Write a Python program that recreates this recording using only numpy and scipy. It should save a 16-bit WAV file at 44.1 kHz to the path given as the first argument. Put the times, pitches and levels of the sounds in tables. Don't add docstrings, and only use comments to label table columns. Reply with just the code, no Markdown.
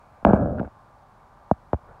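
import sys
import numpy as np
from scipy.fft import rfft, irfft
from scipy.io import wavfile
from scipy.ndimage import uniform_filter1d, minimum_filter1d, map_coordinates

SR = 44100
rng = np.random.default_rng(int(sys.argv[2]) if len(sys.argv) > 2 else 0)


def dump(signal):
    limited = np.clip(np.atleast_2d(signal).T, -1, 1)
    pcm = np.round(limited * 32767).astype(np.int16)
    wavfile.write(sys.argv[1], SR, pcm)


N = 88200


def amp(db):
    return 10 ** (np.asarray(db) / 20)


def unit(x):
    return x / np.sqrt(np.mean(x ** 2) + 1e-20)


def freqs():
    return np.fft.rfftfreq(2 * N, 1 / SR)


def spectrum(points):
    hz, db = np.transpose(points)
    return np.interp(np.log(freqs() + 1), np.log(hz + 1), db)


def envelopes(rows):
    times, *columns = np.transpose(rows)
    return [np.interp(np.arange(N) / SR, times, column) for column in columns]


def wobble(rate):
    return map_coordinates(rng.standard_normal(int(N * rate / SR) + 4), [np.arange(N) * rate / SR])


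def filtered(x, response):
    return irfft(rfft(x, 2 * N) * response)[:N]


def noise(colour):
    return unit(filtered(rng.standard_normal(N), amp(spectrum(colour))))


# (frequency [Hz], relative level [dB])
RUMBLE_SPECTRUM = [(15, -21.5), (38, 0.5), (55, -6), (88, -5.5), (140, -6), (200, -21.5), (330, -29.5),
                   (600, -35), (2000, -69)]
DRONE_SPECTRUM = [(200, -10.5), (380, -10), (600, -5.5), (800, 3), (1150, -2), (1550, -9), (1900, -17),
                  (2300, -27.5), (3000, -30.5), (4500, -38), (8000, -73.5)]
# (time [s], level [dB])
DRONE_ENVELOPE = [(0, -59), (.2, -56.5), (.75, -56), (1.1, -57), (1.4, -55), (1.65, -57), (2, -54)]
# (frequency [Hz], level [dB])
WHINE_LINES = [(590, -73), (775, -72), (818, -81), (953, -71.5), (1055, -67.5), (1179, -67), (2223, -86.5)]

def excavator(line_width_hz=15, rumble_db=-59):
    t = np.arange(N) / SR
    whine = np.zeros(N)
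    for hz, db in WHINE_LINES:
        modulation = wobble(line_width_hz) + 1j * wobble(line_width_hz)
        whine += amp(db) * unit((modulation * np.exp(2j * np.pi * hz * t)).real)
    drone_db, = envelopes(DRONE_ENVELOPE)
    return whine + amp(drone_db) * noise(DRONE_SPECTRUM) + amp(rumble_db) * noise(RUMBLE_SPECTRUM)


# (frequency [Hz], relative level [dB])
HISS_SPECTRUM = [(1000, -4.5), (4000, 0.5), (6000, -4), (9000, -7.5), (12000, -11), (15500, -14)]

def microphone_hiss(level_db=-75.5):
    return amp(level_db) * noise(HISS_SPECTRUM)


def bending_response(colour_db, lag_cycles=1.086, knee_hz=33.4):
    cepstrum = irfft(np.log(amp(colour_db)))
    cepstrum[1:N] *= 2
    cepstrum[N + 1:] = 0
    phase_lag = 2 * np.pi * lag_cycles * np.log(1 + freqs() / knee_hz)
    return np.exp(rfft(cepstrum) - 1j * phase_lag)


# (frequency [Hz], relative gain [dB])
MOUNT_RESPONSE = [(20, -41), (40, -13.5), (70, 3), (125, 1), (215, 4.5), (310, -2.5), (430, -6), (650, 2),
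                  (900, -4.5), (1300, -18.5), (1650, -25), (1900, -35.5), (2350, -37), (3300, -49),
                  (4300, -65.5), (5200, -74.5), (9000, -82), (15000, -90.5)]

def impact(onset, db, colour_db, gain_db=31.5, smoothing_hz=35):
    bins = round(smoothing_hz / freqs()[1])
    smooth_db = uniform_filter1d(spectrum(MOUNT_RESPONSE) + colour_db, size=bins, mode="nearest")
    delay = np.exp(-2j * np.pi * freqs() * onset)
    return irfft(amp(gain_db + db) * bending_response(smooth_db) * delay)[:N]


# (time [s], relative level [dB], thud gain [dB], treble gain [dB])
LIGHT_TAPS = [(0.2264, -34, -1.5, -4.5), (0.2553, -13, 17, -16.5), (0.2671, -6.5, -2.5, -6),
              (.2745, -17.5, 1, -3.5), (0.2919, -6, -2.5, -8), (0.3066, -4, -1.5, -19.5),
              (0.3426, -9, -4, -12), (.396, -22.5, 13, -8.5), (.603, -21.5, -12.5, -17.5),
              (.6115, -13.5, -3, -25.5), (.629, -23.5, -5.5, -8), (.646, -29, 17, -6),
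              (.6745, -30.5, -7, -2.5), (1.7418, -19, -8, 2.5)]

def taps():
    out = np.zeros(N)
    for onset, db, thud_db, treble_db in LIGHT_TAPS:
        colour_db = spectrum([(80, thud_db), (200, 0.029), (700, -1.5), (2000, treble_db)])
        out += impact(onset, db, colour_db)
    return out


# thud, reference, body, mid, clack, crack, snap, tick (frequency [Hz])
KNOCK_BANDS = [70, 200, 420, 680, 1400, 2600, 4200, 5500]
HARD_KNOCKS = [(0.2491, 2, 1850, 13, -24, -1, -1.5, 9.5, 14.5, 16.5, -15.5),
               (0.3326, 1, 1950, 7.5, 1, 4, -7, -3.5, -5, -3.5, 3.5),
               (0.4182, -11.5, 1950, 7, 4, -2.5, -4, -20, -9, -11.5, -14),
               (.596, -9, 1950, 1, -5, 0, -32.5, 2.5, -2, 1, 8.5),
               (1.5121, -2, 2050, 13.5, -3.5, -2, 1.5, -0.5, -11.5, -11.5, -3),
               (1.7314, -13.5, 1900, -4, 15.5, 12, 4.5, 9.5, 5, 19.5, 9.5)]

def knocks(notch_width_hz=130):
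    out = np.zeros(N)
    for onset, db, notch_hz, depth_db, thud_db, *upper_db in HARD_KNOCKS:
        colour_db = spectrum(list(zip(KNOCK_BANDS, [thud_db, 0, *upper_db])))
        notch_db = depth_db * np.exp(-((freqs() - notch_hz) / notch_width_hz) ** 2)
        out += impact(onset, db, colour_db - notch_db)
    return out


def friction_force(slips_per_s=110, jitter_periods=.3, spread_db=.5, grains_per_s=1500, grit_db=2):
    timing, strength = rng.standard_normal((400, 2)).T
    onsets = (np.arange(len(timing)) + jitter_periods * timing) / slips_per_s
    samples = np.clip((onsets * SR).astype(int), 0, N)
    slips = np.bincount(samples, amp(spread_db * strength), N + 1)[:N]
    grit = (rng.random(N) < grains_per_s / SR) * rng.standard_normal(N)
    return unit(slips) + amp(grit_db) * unit(grit)


# (time [s], relative level [dB], treble gain [dB])
SLIP_ENVELOPE = [(.255, -59.5, 11.5), (.266, -10, -4), (.305, -16, 2), (.325, -24.5, 6.5),
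                 (.36, -18.5, 1.5), (.39, -20.5, -6), (.43, -19.5, -6.5), (.5, -22, -12),
                 (.56, -25.5, -10.5), (.59, -31, -5), (.655, -33, -10), (.68, -43, -7), (.695, -61, 5)]
# (frequency [Hz], relative gain [dB])
RUB_RESPONSE = [(25, -42.5), (55, -22), (80, -14), (130, -5.5), (200, 2.5), (330, -9), (450, -12),
                (600, -2), (760, -7), (920, -19.5), (1050, -21), (1350, -17.5), (1680, -22.5),
                (1850, -60.5), (2500, -56), (4400, -80), (15000, -100)]
# (frequency [Hz], relative level [dB], 60 dB decay time [s])
MOUNT_MODES = [(81.5, 15, .2), (101.6, 10, .2), (178, 5.5, 0.6), (204.7, -3, 0.05), (285, -2, .2),
               (339, -23.5, 0.25), (404, -34, .2), (555, -12.5, 0.9), (569.4, -0.5, 0.45), (627, 2.5, 0.14),
               (664.7, -9.5, 0.083), (700, 3.5, .2), (1374, -19.5, 0.45), (1365, -23.5, 0.33)]

def judder(gain_db=-3, ring_db=-6, shelf_hz=720):
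    t = np.arange(N) / SR
    force = friction_force()
    modes = sum(amp(db - 60 * t / t60) * np.sin(2 * np.pi * hz * t) for hz, db, t60 in MOUNT_MODES)
    waves = unit(filtered(force, bending_response(spectrum(RUB_RESPONSE))))
    ringing = unit(filtered(force, rfft(modes, 2 * N)))
    shake = waves + amp(ring_db) * ringing
    treble = filtered(shake, 1 / (1 + (shelf_hz / (freqs() + 1)) ** 6))
    level_db, treble_db = envelopes(SLIP_ENVELOPE)
    return amp(level_db + gain_db) * (shake + (amp(treble_db) - 1) * treble)


# (time [s], level [dB])
SCRAPE_ENVELOPE = [(.255, -73.5), (.266, -60), (.282, -56.5), (.305, -63.5), (.325, -80.5), (.337, -52),
                   (.36, -61.5), (.42, -76.5), (.56, -81), (.655, -70.5), (.69, -80)]
# (frequency [Hz], relative level [dB])
SCRAPE_SPECTRUM = [(1000, -25.5), (1900, -0.5), (2300, 8), (2750, -4.5), (3200, -15.5), (4500, -17),
                   (9000, -16), (15000, -31.5)]

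def scrape():
    level_db, = envelopes(SCRAPE_ENVELOPE)
    return amp(level_db) * noise(SCRAPE_SPECTRUM)


# (time [s], relative level [dB])
CATCHES = [(.5845, 4.5), (0.5949, 4.5), (0.6, 5), (.607, -14), (0.649, -3), (0.654, -7)]
# (frequency [Hz], relative level [dB], 60 dB decay time [s])
CATCH_MODES = [(1435, -36.5, 0.017), (1550, -45.5, 0.019), (2320, -46, 0.0067), (4100, -60, 0.0052)]

def clicks(spread_db=2.5, attack_s=0.0006):
    t = np.arange(SR // 10) / SR
    attack = 1 - np.exp(-t / attack_s)
    out = np.zeros(N)
    for onset, db in CATCHES:
        for hz, mode_db, t60 in CATCH_MODES:
            decay = amp(db + mode_db + rng.normal(0, spread_db) - 60 * t / t60)
            out[round(onset * SR):][:len(t)] += attack * decay * np.sin(2 * np.pi * hz * t)
    return out


# (time [s], level [dB])
SWELL_ENVELOPE = [(1.76, -70), (1.87, -59), (1.89, -45), (1.91, -48.5), (1.96, -54.5), (2, -66)]
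# (frequency [Hz], relative level [dB])
SWELL_SPECTRUM = [(20, -11), (55, 3), (120, -2), (250, -19), (550, -4.5), (900, -15.5), (1500, -15),
                  (2000, -32.5), (5000, -66)]

def machinery_swell():
    level_db, = envelopes(SWELL_ENVELOPE)
    return amp(level_db) * noise(SWELL_SPECTRUM)


def scene():
    background = excavator() + microphone_hiss()
    mount = taps() + knocks() + judder() + scrape() + clicks()
    return (background + mount + machinery_swell())[None]


def record(dry, low_cut_hz=24, top_hz=15750, ceiling=.9, hold_s=.004):
    x = filtered(dry[0], 1 / np.sqrt(1 + (low_cut_hz / (freqs() + 1)) ** 8))
    hold = round(hold_s * SR)
    gain = minimum_filter1d(ceiling / np.maximum(np.abs(x), ceiling), size=2 * hold)
    smooth_gain = uniform_filter1d(uniform_filter1d(gain, size=hold), size=hold)
    return filtered(x * smooth_gain, freqs() < top_hz)[None]


dry = scene()
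out = record(dry)
dump(out)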